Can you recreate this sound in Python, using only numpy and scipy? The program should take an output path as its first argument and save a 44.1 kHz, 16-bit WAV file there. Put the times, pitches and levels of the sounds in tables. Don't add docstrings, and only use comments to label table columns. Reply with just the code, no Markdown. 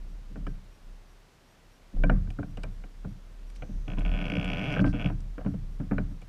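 import sys
import numpy as np
from scipy import signal
from scipy.fft import rfft, irfft
from scipy.io import wavfile
from scipy.ndimage import uniform_filter1d, map_coordinates

SR = 44100
rng = np.random.default_rng(int(sys.argv[2]) if len(sys.argv) > 2 else 0)


def persist_wave(psi):
    counts = np.round(np.clip(psi, -1, 1) * 32767).astype(np.int16)
    wavfile.write(sys.argv[1], SR, np.atleast_2d(counts).T)


N = 276948
RING = 2 ** 15
TIME, AGE = np.arange(N) / SR, np.arange(RING) / SR

# pitch_hz, gain_db
AIR_COLOUR = [(35, -44), (60, -0.5), (95, -1), (339, -7), (418, -8), (514, -8.5), (605, -9.5),
              (1630, -14.5), (2590, -17.5), (3340, -19), (5820, -23), (7680, -27), (15000, -35.5)]
# pitch_multiple, level_db
WHINE_OVERTONES = [(2, -79), (3, -85), (4, -86), (5, -91)]
# time_s, level_db
HISS_LEVELS = [(3.45, -100), (3.57, -74), (3.9, -76), (4.15, -87), (4.4, -100)]
# pitch_hz, gain_db
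THIN_HISS_COLOUR = [(4000, -31), (5400, -5), (5900, 4), (6700, -1), (7300, -24), (10000, -27)]
# time_s, level_db
SWAY_LEVELS = [(0.0, -37.5), (0.33, -43.5), (0.72, -42.5), (0.8, -52), (0.88, -43.5), (1.1, -55),
               (1.35, -67.5), (1.88, -53.5), (2.3, -33), (2.45, -35), (2.62, -36.5), (3.0, -41),
               (3.3, -46.5), (3.75, -34.5), (4.25, -38), (4.4, -35.5), (4.65, -38), (5.2, -37.5),
               (5.7, -37), (6.28, -44)]
# start_s, rise_s, hold_s, level_db
WEIGHT_SHIFTS = [(0.38, 0.058, 0.051, -37), (1.936, 0.066, 0.14, -21), (3.92, 0.22, 0.015, -25),
                 (4.808, 0.069, 0.03, -28.5), (5.872, 0.067, 0.12, -33.5)]
# pitch_hz, gain_db
HULL_COLOUR = [(30, 2.0), (80, -5.0), (180, -6.0), (300, -18.0), (600, -27.0), (2000, -71.5)]
# start_s, strength_db
FITTING_TICKS = [(0.469, -56), (2.304, -47.5), (2.5723, -52.5), (2.634, -43), (3.5005, -55), (3.56, -52),
                 (3.9925, -49), (4.445, -44.5), (4.8554, -54), (5.205, -54.5), (6.216, -55.5)]
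# pitch_hz, gain_db
TICK_COLOUR = [(1000, -1), (3000, 10), (4200, -1.5), (5200, 4.5), (6300, -3.5), (7600, 0.5), (9500, -4),
               (14000, -27)]
# pitch_hz, ring_s
TIMBER_RING_TIMES = [(70, 1), (160, 0.46), (320, 0.08), (600, 0.12), (1100, 0.19), (1700, 0.33),
                     (2900, 0.21), (8000, 0.081)]

# time_s, slips_per_s, strength_db (at 100 slips a second)
CREAK_RUNS = [
    [(4.1145, 71.5, -46.5), (4.1478, 126.6, -44.5), (4.1828, 65, -45), (4.2258, 109, -42)],
    [(4.2407, 91.4, -42), (4.2978, 48, -43), (4.3828, 72.4, -42), (4.4308, 59, -45), (4.4598, 94.5, -42),
     (4.4828, 91.5, -41), (4.5128, 56.6, -41), (4.5528, 82, -41.5), (4.5878, 90.6, -41.5),
     (4.6378, 118, -42.5), (4.6828, 160.9, -39.5), (4.7278, 133, -40), (4.7558, 77.6, -42.5),
     (4.8038, 120, -42.5)],
    [(4.9273, 123, -47.5), (4.9778, 115.9, -47), (5.0278, 111, -40.5)],
]
# start_s, strength_db
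SINGLE_SLIPS = [(3.879, -46), (3.9, -46.5), (3.916, -47), (3.933, -49), (3.97, -53), (3.983, -45),
                (4.006, -47), (4.016, -49), (4.049, -43), (4.06, -43), (4.078, -46.5), (4.091, -46),
                (4.862, -48), (4.875, -48), (5.043, -42), (5.058, -39.5), (5.072, -46.5), (5.086, -49)]
# pitch_hz, gain_db, ring_s
JOINT_NOTES = [(193, -10, 0.11), (296.5, -20.5, 0.2), (509, -19.5, 0.083), (615, -18.5, 0.084),
               (745, -25.5, 0.046), (1012, -29.5, 0.064), (1212, -31, 0.081), (1414, -24, 0.045),
               (1512, -20, 0.046), (1535, -53, .04), (1785, -42, 0.065), (2230, -43, 0.033),
               (2550, -26.5, 0.02), (2630, -22.5, 0.017), (3323, -32, 0.043)]
# pitch_hz, gain_db
GROAN_COLOUR = [(70, -8.5), (130, 9), (195, 7.5), (300, -10.5), (400, -8), (620, -3.5), (880, -18.5),
                (1150, -20), (1500, -15), (1950, -22), (2500, -18), (3300, -37), (3800, -35), (8000, -55)]
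# pitch_hz, gain_db
SNAP_COLOUR = [(100, -2), (420, -7), (680, 0), (900, -20), (1550, -16), (1930, -15.5), (2230, 8.5),
               (2550, 4), (2850, 5.5), (3120, -4.5), (3330, 3), (3700, -23)]
# pitch_hz, gain_db
RASP_COLOUR = [(2800, -25), (3800, 0), (4800, 2), (5900, 1), (6600, -10), (8600, -11), (9200, -4.5),
               (9900, -20), (14000, -37)]
# start_s, length_s, level_db
SOLE_SCUFFS = [(3.547, 0.031, -64), (4.72, 0.015, -67), (4.806, 0.017, -59), (4.845, 0.083, -61.5)]

# start_s, level_db, pitch_hz
PANEL_THUMPS = [(2.049, -24, 167), (2.11, -31, 252), (3.054, -38.5, 200.5), (4.318, -34, 203),
                (4.794, -21, 189), (4.809, -24, 183.3), (4.843, -28.5, 294), (4.866, -23, 280),
                (5.051, -24.5, 173), (5.378, -40, 281), (5.461, -30.5, 190), (5.462, -34, 278),
                (5.913, -28.5, 202.2)]
# pitch_hz, gain_db, ring_s
DECK_NOTES = [(93, -3, 0.11), (125.3, -4.5, 0.83), (147.7, 12, 0.097), (169.6, -12.5, 0.39),
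              (192.6, 4, 0.34), (227, -33, 0.053), (279.3, -0.5, 0.34), (300.6, -3.5, 0.28)]
# pitch_hz, gain_db, ring_s
BOARD_NOTES = [(409.4, 3.5, 0.15), (493, 6.5, 0.12), (615, -0.5, 0.086), (732, 6.5, 0.099),
               (1014, 3.5, 0.062), (1520, -8, 0.065), (1563, 5, .14), (1690, -11.5, 0.17), (2150, -17, .06),
               (2390, -6, 0.038)]
# pitch_hz, gain_db, ring_s
RIM_NOTES = [(2330, 4.5, .035), (2460, -5.5, 0.049)]
# pitch_hz, gain_db
BOOM_COLOUR = [(40, -33), (75, 3), (120, 1), (180, 3.5), (290, -6.5), (400, -21.5), (600, -19.5),
               (1200, -78)]
# pitch_hz, gain_db
CLACK_COLOUR = [(150, -39), (330, -4), (550, 6.5), (780, -0.5), (980, -8.5), (1300, -5), (1600, -8.5),
                (1950, -16), (2600, -23.5), (4000, -56.5)]
# pitch_hz, gain_db
EDGE_COLOUR = [(900, -60), (1900, -2.5), (2400, 9.5), (2680, -1), (2980, 6), (3400, -18), (4000, -12),
               (4600, -45), (9000, -56)]
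# start_s, boom_db, slap_db
SOLE_LANDINGS = [(0.304, -49, -71), (0.357, -44, -48), (1.931, -45, -76), (1.964, -47, -53),
                 (3.689, -42, -63), (3.877, -40, -50.5), (3.975, -36, -45), (4.32, -33.5, -51),
                 (4.365, -28, -64), (4.811, -26, -39), (4.866, -37, -41.5), (4.937, -31.5, -44),
                 (5.048, -30, -42), (5.099, -38.5, -39), (5.38, -49.5, -40.5), (5.409, -52, -45.5),
                 (5.447, -44, -46), (5.461, -30.5, -39.5), (5.538, -34, -47), (5.8, -33, -47.5),
                 (6.11, -47.5, -65)]
# start_s, clack_db, extra_boom_db, hardness (0 to 1), spot_hz, spot_db, rim_db
BOARD_CLAPS = [(0.467, -46, 5, 0.85, 1280, -40.5, -54), (0.472, -51.5, -2.5, 0.7, 1680, -47, -63.5),
               (2.037, -29.5, -2, 0.8, 1530, -31.5, -34.5), (2.097, -27.5, -2, 0.67, 1448, -24.5, -41),
               (2.273, -60, 14, .5, 1560, -56, -72), (2.388, -40, 6, 0.2, 1410, -40.5, -70),
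               (2.43, -45, 2, 0.45, 1510, -43, -59), (3.046, -46.5, 11.5, 0.37, 1470, -56.5, -75),
               (4.765, -34, 3, 0, 1550, -32.5, -48), (4.793, -34, 6, 0.59, 1560, -30, -45),
               (4.843, -31, 4, 0.6, 1259, -39.5, -52), (5.911, -33.5, 4.5, 0.1, 1540, -42.5, -61),
               (5.982, -33, 2, 0.62, 1480, -31.5, -46.5)]
# start_s, clack_db, rim_db
DECK_TAPS = [(0.552, -66, -72), (2.303, -53.5, -68), (2.572, -44.5, -55), (2.635, -42, -45),
             (2.838, -51.5, -73), (3.622, -42.5, -52), (6.22, -55.5, -59)]

CRISP_SLIP_DB = -39.5
GIVE_S, GIVE_DB = 0.0016, -10.5


def from_db(db):
    return 10 ** (np.asarray(db) / 20)


def rms_one(x):
    return x / np.sqrt(np.mean(x ** 2) + 1e-20)


def peak_one(x):
    return x / np.sqrt(uniform_filter1d(x ** 2, 441, mode="constant").max() + 1e-20)


def level_curve(rows):
    return from_db(np.interp(TIME, *np.transpose(rows)))


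def at_hz(points, hz):
    pitches, values = np.transpose(points)
    return np.interp(np.log(np.maximum(hz, 1)), np.log(pitches), values)


def fade(ring_s, age=AGE):
    return np.exp(-np.log(1000) * age / ring_s)


def drift(turns_per_s):
    points = rng.standard_normal(1024)
    return map_coordinates(points, [TIME[::64] * turns_per_s], order=3, mode="wrap").repeat(64)[:N]


def add(out, start_s, sound):
    i = int(round(start_s * SR))
    out[i:i + len(sound)] += sound[:N - i]


def coloured(x, colour):
    gains = from_db(at_hz(colour, np.fft.rfftfreq(RING, 1 / SR)))
    cepstrum = irfft(np.log(gains))
    cepstrum[1:RING // 2] *= 2
    cepstrum[RING // 2 + 1:] = 0
    response = irfft(np.exp(rfft(cepstrum)))[:RING // 8]
    return signal.fftconvolve(x, response)[:len(x)]


def noise(colour):
    return rms_one(coloured(rng.standard_normal(N), colour))


def contact(length_s):
    burst = rng.standard_normal(RING) * np.exp(-AGE / length_s)
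    return burst / np.linalg.norm(burst)


def air(level_db=-60.5):
    return from_db(level_db) * noise(AIR_COLOUR)


def whine(base_hz=2828, length_s=0.065, centres_s=(0.11, 0.5, 0.74)):
    bursts = np.zeros(N)
    for second in np.arange(0, N / SR):
        for s in second + np.array(centres_s):
            if s < N / SR:
                add(bursts, s - length_s / 2, signal.windows.tukey(int(length_s * SR), 0.2))
    phase = 2 * np.pi * np.cumsum(base_hz * (1 + 0.00061 * drift(45))) / SR
    tone = sum(from_db(db) * np.sin(multiple * phase) for multiple, db in WHINE_OVERTONES)
    return bursts * np.sqrt(2) * tone


def thin_hiss():
    return level_curve(HISS_LEVELS) * noise(THIN_HISS_COLOUR)


def frame_swing(uneven=0.43, ring_s=0.31):
    swing = level_curve(SWAY_LEVELS) * (1 + uneven * drift(13))
    for s, rise_s, hold_s, db in WEIGHT_SHIFTS:
        rise = np.clip((TIME - s) / rise_s, 0, 1)
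        since_release = np.maximum(TIME - s - rise_s - hold_s, 0)
        swing += from_db(db) * rise * fade(ring_s, since_release)
    return swing


def hull_rumble(swing):
    return swing * from_db(-13.5) * noise(HULL_COLOUR)


def shudder(swing, pitch_hz=33.6, waver=0.0676):
    phase = 2 * np.pi * np.cumsum(pitch_hz * (1 + waver * drift(11))) / SR
    octave = from_db(-22.5) * drift(17) * np.sin(2 * phase)
    return swing * np.sqrt(2) * (np.sin(phase) + octave)


def fittings():
    out = np.zeros(N)
    for s, db in FITTING_TICKS:
        add(out, s, from_db(db - 7.5) * peak_one(coloured(contact(length_s=0.0036), TICK_COLOUR)))
    return out


def ring(notes, scatter_db):
    hz, db, ring_s = np.transpose(notes)[:, :, None]
    db = db + scatter_db * rng.standard_normal(hz.shape)
    sign = (-1) ** np.arange(len(hz))[:, None]
    return np.sum(sign * from_db(db) * fade(ring_s) * np.sin(2 * np.pi * hz * AGE), axis=0)


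def timber(stretch=1):
    out, edges_hz = 0, np.geomspace(40, 16000, 12)
    white, hz = rfft(rng.standard_normal(RING)), np.fft.rfftfreq(RING, 1 / SR)
    for low, high in zip(edges_hz, edges_hz[1:]):
        band = irfft(white * ((hz >= low) & (hz < high)))
        decay = fade(stretch * at_hz(TIMBER_RING_TIMES, np.sqrt(low * high)))
        out = out + band * decay / np.linalg.norm(decay)
    return out


def joint_slips(uneven_db=1.36, jitter_s=0.00025):
    slips = np.zeros(N)
    for run in CREAK_RUNS:
        s, per_s, db = np.transpose(run)
        rate = np.interp(TIME, s, per_s, left=0, right=0)
        slips_so_far = np.ceil(np.cumsum(rate) / SR)
        at = 1 + np.flatnonzero(np.diff(slips_so_far))
        late, strong = rng.standard_normal((128, 2))[:len(at)].T
        size = from_db(np.interp(at / SR, s, db) + uneven_db * strong)
        size *= np.sqrt(100 / rate[at])
        slips[at + (jitter_s * SR * late).astype(int)] = size
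    for s, db in SINGLE_SLIPS:
        add(slips, s, from_db([db]))
    return slips


def snaps(slips, pitch_scatter=0.012, growth=0.83, zing_s=0.0049, zing_db=-24.5):
    force = from_db(GIVE_DB) * signal.unit_impulse(RING)
    add(force, GIVE_S, signal.unit_impulse(RING // 2) + from_db(-17) * timber(stretch=0.3)[:RING // 2])
    treble_cut = signal.butter(8, 3650, fs=SR, output="sos")
    snap = peak_one(signal.sosfilt(treble_cut, coloured(force, SNAP_COLOUR)))
    sweep = signal.chirp(AGE[:int(zing_s * SR)], f0=3990, t1=zing_s, f1=6350)
    zing = peak_one(signal.windows.tukey(len(sweep), 0.5) * sweep)
    out, pitch = np.zeros(N), 1 + pitch_scatter * rng.standard_normal(N)
    for i in np.flatnonzero(slips):
        crispness = slips[i] / from_db(CRISP_SLIP_DB)
        retuned = np.interp(AGE[:2048] * pitch[i], AGE, snap)
        add(out, i / SR, slips[i] * crispness ** growth * retuned)
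        add(out, i / SR + GIVE_S, slips[i] * crispness ** 2 * from_db(zing_db) * zing)
    return out


def rasp(slips, fade_s=0.004, uneven_db=1.0):
    puffs = slips ** 2 / from_db(CRISP_SLIP_DB) * from_db(uneven_db * rng.standard_normal(N))
    swell = from_db(-17) * signal.fftconvolve(puffs, np.exp(-AGE / fade_s))[:N]
    for s, length_s, db in SOLE_SCUFFS:
        add(swell, s, from_db(db) * signal.windows.tukey(int(length_s * SR), 0.5))
    return swell * noise(RASP_COLOUR)


def creak(wander=0.7):
    slips, load_place = joint_slips(), wander * drift(30)
    blows = np.roll(slips, int(GIVE_S * SR))
    joint = from_db(7.5) * peak_one(ring(JOINT_NOTES, scatter_db=1.5))
    wood = signal.fftconvolve(0.95 * blows, joint)[:N]
    for share in (np.cos(load_place), np.sin(load_place)):
        groan = from_db(3.5) * peak_one(coloured(timber(stretch=0.8), GROAN_COLOUR))
        wood += signal.fftconvolve(blows * share, groan)[:N]
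    return from_db(-0.5) * wood + from_db(2.5) * snaps(slips) + rasp(blows)


def thumps(rise_s=0.0045, ring_s=0.087):
    out, shape = np.zeros(N), (1 - np.exp(-AGE / rise_s)) * fade(ring_s)
    for s, db, hz in PANEL_THUMPS:
        add(out, s, from_db(db) * peak_one(shape * np.sin(2 * np.pi * hz * AGE)))
    return out


def through_plank(x, spread_s):
    hz = np.fft.rfftfreq(RING, 1 / SR)
    delay_s = spread_s * np.maximum(np.sqrt(6000 / np.maximum(hz, 100)) - 1, 0)
    return irfft(rfft(x) * np.exp(-2j * np.pi * np.cumsum(delay_s) * SR / RING))


def struck_spot(hz, rise_s=0.00072, ring_s=0.017):
    return peak_one(np.sin(2 * np.pi * hz * AGE) * fade(ring_s) * (1 - np.exp(-AGE / rise_s)))


def rim(db):
    return from_db(db) * peak_one(ring(RIM_NOTES, scatter_db=1.5))


def knock(boom_db, clack_db, spot_db, edge_db, touch_s, spot_hz=1390):
    tail, blow = timber(), signal.unit_impulse(RING)
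    force = blow * np.exp(-touch_s / 0.0036) + from_db(6) * contact(touch_s)
    plank = through_plank(force, spread_s=0.001203) + from_db(-0.5) * tail
    cushion = signal.butter(2, np.clip(8 / touch_s, 300, 8000), fs=SR, output="sos")
    board = peak_one(signal.sosfilt(cushion, ring(BOARD_NOTES, scatter_db=6)))
    clack = peak_one(peak_one(coloured(plank, CLACK_COLOUR)) + from_db(-2.5) * board)
    sharp_force = blow * np.exp(-touch_s / 0.0098) + from_db(4.5) * contact(touch_s / 2)
    edge = peak_one(coloured(sharp_force + from_db(-23.5) * tail, EDGE_COLOUR))
    deck_ring = peak_one(ring(DECK_NOTES, scatter_db=6.5))
    deck = peak_one(coloured(tail, BOOM_COLOUR)) + from_db(-2.5) * deck_ring
    deck = peak_one(deck * (1 - np.exp(-AGE / 0.0045)))
    thud = peak_one(coloured(through_plank(blow, spread_s=0.0025), BOOM_COLOUR))
    boom = peak_one(deck + from_db(-3.5) * thud)
    low = from_db(boom_db + 4.5) * boom + from_db(clack_db - 0.5) * clack
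    return low + from_db(spot_db - 3) * struck_spot(spot_hz) + from_db(edge_db - 5) * edge


def footsteps(soft_touch_s=0.019, hard_touch_s=0.0028):
    out = np.zeros(N)
    for s, boom_db, db in SOLE_LANDINGS:
        add(out, s, knock(boom_db, db, spot_db=db - 39, edge_db=db - 15, touch_s=0.0093))
    for s, db, extra_boom_db, hardness, spot_hz, spot_db, rim_db in BOARD_CLAPS:
        touch_s = soft_touch_s * (hard_touch_s / soft_touch_s) ** hardness
        edge_db = db - 36 * (1 - hardness)
        add(out, s, knock(db + extra_boom_db, db, spot_db, edge_db, touch_s, spot_hz) + rim(rim_db))
    for s, db, rim_db in DECK_TAPS:
        add(out, s, knock(db - 1, db, spot_db=db - 9.5, edge_db=db - 2, touch_s=0.008) + rim(rim_db))
    return out


def scene():
    outdoors, swing = air(), frame_swing()
    boat = footsteps() + fittings() + thumps() + creak() + thin_hiss()
    return (boat + shudder(swing) + hull_rumble(swing) + outdoors)[None]


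def record(dry):
    treble_cut = signal.ellip(12, 0.1, 90, 15200, fs=SR, output="sos")
    return signal.sosfilt(treble_cut, dry + whine())


dry = scene()
out = record(dry)
persist_wave(out)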